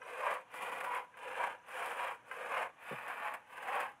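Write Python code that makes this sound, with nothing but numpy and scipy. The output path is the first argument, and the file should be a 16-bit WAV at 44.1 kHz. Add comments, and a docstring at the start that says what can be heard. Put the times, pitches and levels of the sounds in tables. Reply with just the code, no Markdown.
"""You hear a long hand saw rasp to and fro as two men pull it through a tree trunk in an open field.
On each stroke the teeth scrape, bite deeper and throw hissing chips, and the blade is left ringing.
Wood fibres snap, and the blade knocks as it turns.
There is one dull thump, and a small bird twitters faintly over the quiet air."""
import sys
import numpy as np
from scipy import signal
from scipy.fft import rfft, irfft
from scipy.io import wavfile

SR = 44100
rng = np.random.default_rng(int(sys.argv[2]) if len(sys.argv) > 2 else 0)


def pcm_store(signal):
    """Save signal as 16-bit PCM."""
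    levels = np.round(np.clip(np.atleast_2d(signal), -1, 1) * 32767)
    wavfile.write(sys.argv[1], SR, levels.astype(np.int16).T)


N = 176400  # 4 seconds

# Tone of teeth lightly scraping wood: f/Hz, level/dB
SCRAPE_TONE = [(100, -27.5), (280, -16), (360, -16.5), (480, -11.5), (640, -4), (830, 0), (1050, 2),
               (1280, -4.5), (1580, 0.5), (2000, -5), (2450, -4.5), (2850, -12), (3150, -15), (3500, -22.5),
               (5500, -43.5)]
# Tone of hissing wood chips: f/Hz, level/dB
CHIP_TONE = [(2500, -20), (4000, -15), (5100, -3.5), (5600, -9), (7000, -4.5), (9000, 1.5), (11500, 0.5),
             (14000, -13), (15500, -2.5)]


def amp(db):
    """Turns decibels into a factor to multiply by."""
    return 10 ** (np.asarray(db) / 20)


def unit(x):
    """Scales a signal to an average power of 1."""
    return x / np.sqrt(np.mean(x ** 2) + 1e-20)


def add(mix, s, sound):
    """Mixes a sound in, starting at s seconds."""
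    part = mix[max(round(s * SR), 0):][:len(sound)]
    part += sound[:len(part)]


def colour(x, tone):
    """Makes some pitches louder and others softer, following a tone table."""
    hz, db = np.transpose(tone)
    log_hz = np.log(np.abs(np.fft.fftfreq(4096, 1 / SR)) + 1)
    gain = unit(amp(np.interp(log_hz, np.log(hz), db)))
    response = np.exp(np.conj(signal.hilbert(np.log(gain))))  # rings after a click, never before
    taps = np.fft.ifft(response).real
    return signal.oaconvolve(x, taps[:len(taps) // 2])[:len(x)]


def shelf(x, hz, db):
    """Raises or lowers everything above hz."""
    top = signal.sosfiltfilt(signal.butter(2, hz, "highpass", fs=SR, output="sos"), x)
    return x + (amp(db) - 1) * top


def resonate(x, hz, width_hz):
    """Makes x ring at one pitch; a narrower width rings longer."""
    pole = np.exp((2j * np.pi * hz - np.pi * width_hz) / SR)
    return signal.lfilter([np.sqrt(2 * (1 - abs(pole) ** 2))], [1, -pole], x + 1e-18).real


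def wander(rate_hz):
    """A smooth random wobble, no faster than rate_hz."""
    slow = np.fft.rfftfreq(N, 1 / SR) < rate_hz
    return unit(irfft(rfft(rng.standard_normal(N)) * slow, N))


def grains(per_s, spread_db):
    """Random clicks of uneven size."""
    size = amp(spread_db * np.minimum(rng.exponential(1, N), 4))
    return unit(size * rng.choice([-1, 1], N) * (rng.random(N) < per_s / SR))


def tail(t60_s):
    """Noise that dies away; t60 is the time it takes to fade by 60 dB."""
    t = np.arange(SR // 2) / SR
    taps = rng.standard_normal(len(t)) * amp(-60 * t / t60_s)
    taps = taps[:int(t60_s * SR) + 1]
    return taps / np.sqrt(np.sum(taps ** 2))


def blows(hits, modes, rise_cycles):
    """Each hit rings the same set of notes (modes); the low ones build up more slowly."""
    out, t = np.zeros(N), np.arange(SR // 3) / SR
    for s, db in hits:
        for hz, mode_db, t60 in modes:
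            rise = np.minimum(t * hz / rise_cycles, 1)
            fade = amp(db + mode_db - 60 * t / t60)
            add(out, s, rise * fade * np.sin(2 * np.pi * (hz * t + rng.random())))
    return out


def air():
    """Quiet outdoor air: a soft, steady noise."""
    # Tone of the air: f/Hz, level/dB
    air_tone = [(50, -1), (110, 3.5), (200, 0.5), (400, -0.5), (900, 6.5), (2000, -1), (3200, -8.5),
                (4700, -24.5), (6200, -15.5), (8000, -20.5), (10000, -17), (12000, -26), (15500, -37)]
    return amp(-66.5) * colour(rng.standard_normal(N), air_tone)


def field_echo(x):
    """The open field sends back a faint, dull echo."""
    echo = amp(-29) * signal.oaconvolve(x, tail(t60_s=0.28))[:N]
    return signal.sosfilt(signal.butter(1, 3000, fs=SR, output="sos"), echo)


def bird():
    """A small bird sings runs of tiny chirps, each sliding down in pitch."""
    # Runs of chirps: start/s, end/s, pitch/Hz, level/dB
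    runs = [(0.009, .07, 5830, -68.5), (1.582, 1.69, 6160, -77), (2.203, 2.29, 6000, -83)]
    chirp_s, spacing_s, fall = 0.019, 0.036, 0.051
    out, t = np.zeros(N), np.arange(0, chirp_s, 1 / SR)
    swell = np.sin(np.pi * t / chirp_s) ** 2
    for start, end, hz, db in runs:
        for s in np.arange(start, end, spacing_s):
            pitch = hz * (1 + 0.0068 * rng.standard_normal() - fall * (t / chirp_s - .5))
            add(out, s, amp(db) * swell * np.sin(2 * np.pi * np.cumsum(pitch) / SR))
    return out


def thump():
    """Two hits, so close together that they make one dull thump."""
    # The two hits: t/s, level/dB
    hits = [(2.91, -40), (2.925, -39)]
    # Low notes of the thump: f/Hz, level/dB, t60/s
    low_modes = [(128, -14, 0.22), (162, 2.5, 0.069), (234, -0.5, 0.069), (384, 2.5, 0.037),
                 (516, 8.5, 0.032)]
    return blows(hits, low_modes, rise_cycles=2.1)


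def blade_knocks():
    """The blade knocks in the cut as it turns."""
    # Knocks of the blade: t/s, level/dB
    knocks = [(.017, -59.5), (1.14, -68), (2.3122, -53)]
    # Notes that a knock sets ringing: f/Hz, level/dB, t60/s
    knock_modes = [(440, -48, 0.12), (1030, 5, 0.43), (1292, 10, 0.09), (1590, 18, 0.052),
                   (1660, -10, 0.15), (2045, 10, 0.076), (2510, 5, 0.13), (2980, -3, 0.15)]
    return blows(knocks, knock_modes, rise_cycles=3.9)


def fibre_snaps():
    """Each wood fibre breaks with a short crackle, part hiss and part woody scrape."""
    # Breaking fibres: t/s, level/dB
    snaps = [(0.3033, -56), (0.337, -55), (0.538, -59), (0.802, -54.5), (0.84, -54.5), (0.946, -56),
             (1.169, -65.5), (1.682, -62.5), (1.8548, -51.5), (1.9145, -68), (1.9649, -66), (2.311, -63.5),
             (2.569, -70), (2.821, -69.5), (3.078, -57.5), (3.3364, -55), (3.801, -52.5)]
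    rise_s, fade_s = 0.0025, 0.017
    bursts, t = np.zeros(N), np.arange(SR // 10) / SR
    for s, db in snaps:
        add(bursts, s, amp(db) * np.minimum(t / rise_s, 1) * np.exp(-(t / fade_s) ** 2))
    crackle = bursts * grains(per_s=5000, spread_db=-1.0)
    return colour(crackle, CHIP_TONE) + amp(14.5) * colour(crackle, SCRAPE_TONE)


def in_cut(x):
    """Adds the very short ring of the blade held in the cut."""
    share = amp(-6.5)
    ring = signal.oaconvolve(x, tail(t60_s=0.05))[:N]
    return (x + share * ring) / np.hypot(1, share)


def blade_ring(t, let_go, hz, rubbing, judder):
    """Rubbed steel hums, then swells into a wavering note just before the stroke ends."""
    lead_s, rise_s, t60_s, waver = 0.108, 0.026, 0.43, 0.01396
    since_peak = t - let_go + lead_s
    rise = np.exp(-.5 * (np.minimum(since_peak, 0) / rise_s) ** 2)
    fade = amp(-60 * np.maximum(since_peak, 0) / t60_s + judder)
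    pitch = hz * (1 + waver * wander(rate_hz=47.4))
    note = np.sin(2 * np.pi * np.cumsum(pitch) / SR)
    return amp(6) * rise * fade * note + amp(-9) * resonate(rubbing, hz, width_hz=45)


def gate(t, start, end, rise_s, fall_s):
    """Glides from 0 up to 1 around start, and back down around end."""
    return (1 + np.tanh((t - start) / rise_s)) * (1 + np.tanh((end - t) / fall_s)) / 4


def saw():
    """Teeth scrape along the wood, bite deeper here and there, spray chips and ring blade and trunk."""
    # Pulls of the saw: teeth grip/s, let go/s, scrape/dB, swell over the stroke/dB, trunk/dB,
    # chip hiss/dB, blade note/Hz, blade level/dB, top of the hiss/dB
    strokes = [(0.047, 0.371, -46.5, 9, -48.5, -64, 956, -46, -13),
               (0.56, 1.01, -44.5, -3, -52, -63.5, 976, -42.5, -2),
               (1.207, 1.527, -44, 9, -50.5, -63.5, 973, -42.5, -10),
               (1.716, 2.131, -44, 2, -51.5, -61, 973, -45, -6),
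               (2.308, 2.644, -45, 8, -51, -63.5, 1120, -50, -5.5),
               (2.844, 3.367, -46, 0.5, -63.5, -68.5, 854.4, -49, 2.5),
               (3.521, 3.884, -47, 8, -62, -67, 820, -46, 0)]
    # Moments when the teeth sink deeper: t/s, half length/s, level/dB, extra low end/dB
    deep_bites = [(0.269, 0.05, -41, 5), (0.347, 0.062, -42, -4), (0.674, 0.02, -44.5, 4.5),
                  (0.97, 0.06, -38, -9), (1.425, 0.034, -39, 7.5), (1.824, 0.06, -41, 5),
                  (2.066, 0.062, -37, -3), (2.433, 0.04, -55, 12), (2.571, 0.039, -36.5, -4.5),
                  (2.667, 0.045, -38, 7), (3.113, 0.014, -43, -20), (3.262, 0.041, -39.5, -10),
                  (3.349, 0.006, -44.5, -21), (3.756, 0.065, -38, 6), (3.823, 0.027, -46, -6)]
    # Tone of a deep cut: f/Hz, level/dB
    bite_tone = [(100, -34.5), (330, -31.5), (520, -0.5), (600, -1.5), (740, 1.5), (1050, 5), (1380, -5),
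                 (1600, -1), (2100, -6), (2400, -3), (2800, -14), (3150, -15), (3500, -26.5), (5500, -42)]
    teeth_per_s, trunk_hz = 3000, 512.3
    dulling_db, hiss_fade_db = -7, -8.5  # change over a stroke as the teeth sink in
    chips_lead_s, chips_lag_s = 0.055, 0.059  # chips fly just before and after a pull
    t = np.arange(N) / SR
    judder = wander(rate_hz=43)
    catch = amp(1.22 * judder + 0.26 * wander(rate_hz=210))  # the teeth catch unevenly
    light_teeth = catch * grains(teeth_per_s, spread_db=0.5)
    deep_teeth = catch * grains(teeth_per_s, spread_db=1.0)
    friction = rng.standard_normal(N)
    spray = grains(per_s=22000, spread_db=2.5) * amp(1.9 * judder + 1.35 * wander(rate_hz=120))

    depth, weight, scrape, bite, chips, rings = np.zeros((6, N))
    for s, half_s, db, low_db in deep_bites:
        bump = np.exp(-.5 * ((t - s) / half_s) ** 2)
        depth += amp(db) * bump
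        weight += amp(db + low_db) * bump
    woody = signal.sosfiltfilt(signal.butter(3, 700, fs=SR, output="sos"), deep_teeth)
    cutting = (deep_teeth - woody) * depth + woody * weight

    for grip, let_go, scrape_db, swell_db, trunk_db, hiss_db, ring_hz, ring_db, top_db in strokes:
        speed = gate(t, grip, let_go, rise_s=0.058, fall_s=0.052)
        travel = np.clip((t - grip) / (let_go - grip), 0, 1) - .5  # 0 at mid-stroke
        rasp = shelf(light_teeth, hz=1700, db=dulling_db * travel)
        scrape += in_cut(rasp * speed * amp(scrape_db + swell_db * travel))
        bite += in_cut(speed * cutting)
        flying = gate(t, grip - chips_lead_s, let_go + chips_lag_s, rise_s=0.02, fall_s=0.02)
        hiss = shelf(spray, hz=11500, db=top_db) * flying * speed ** 0.84  # partly follows speed
        hiss_gain = amp(hiss_db + (swell_db + hiss_fade_db) * travel) + amp(-31.5) * depth
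        chips += in_cut(hiss * hiss_gain)
        rubbing = friction * speed
        rings += amp(trunk_db) * resonate(rubbing, trunk_hz, width_hz=51)
        rings += amp(ring_db) * blade_ring(t, let_go, ring_hz, rubbing, judder)
    rings = signal.sosfilt(signal.butter(4, [420, 1500], "bandpass", fs=SR, output="sos"), rings)
    return colour(scrape, SCRAPE_TONE) + colour(bite, bite_tone) + colour(chips, CHIP_TONE) + rings


def scene():
    """Mixes the sawing, its echo, the air, the bird and the thump into one channel."""
    sawing = saw() + fibre_snaps() + blade_knocks()
    return (sawing + field_echo(sawing) + air() + bird() + thump())[None]


def record(dry):
    """The microphone loses the deepest bass and the highest treble."""
    thin = signal.sosfilt(signal.butter(2, 75, "highpass", fs=SR, output="sos"), dry)
    treble_cut = signal.firwin(511, 15650, window=("kaiser", 9), fs=SR)
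    return signal.oaconvolve(thin, treble_cut[None], "same")


dry = scene()
out = record(dry)
pcm_store(out)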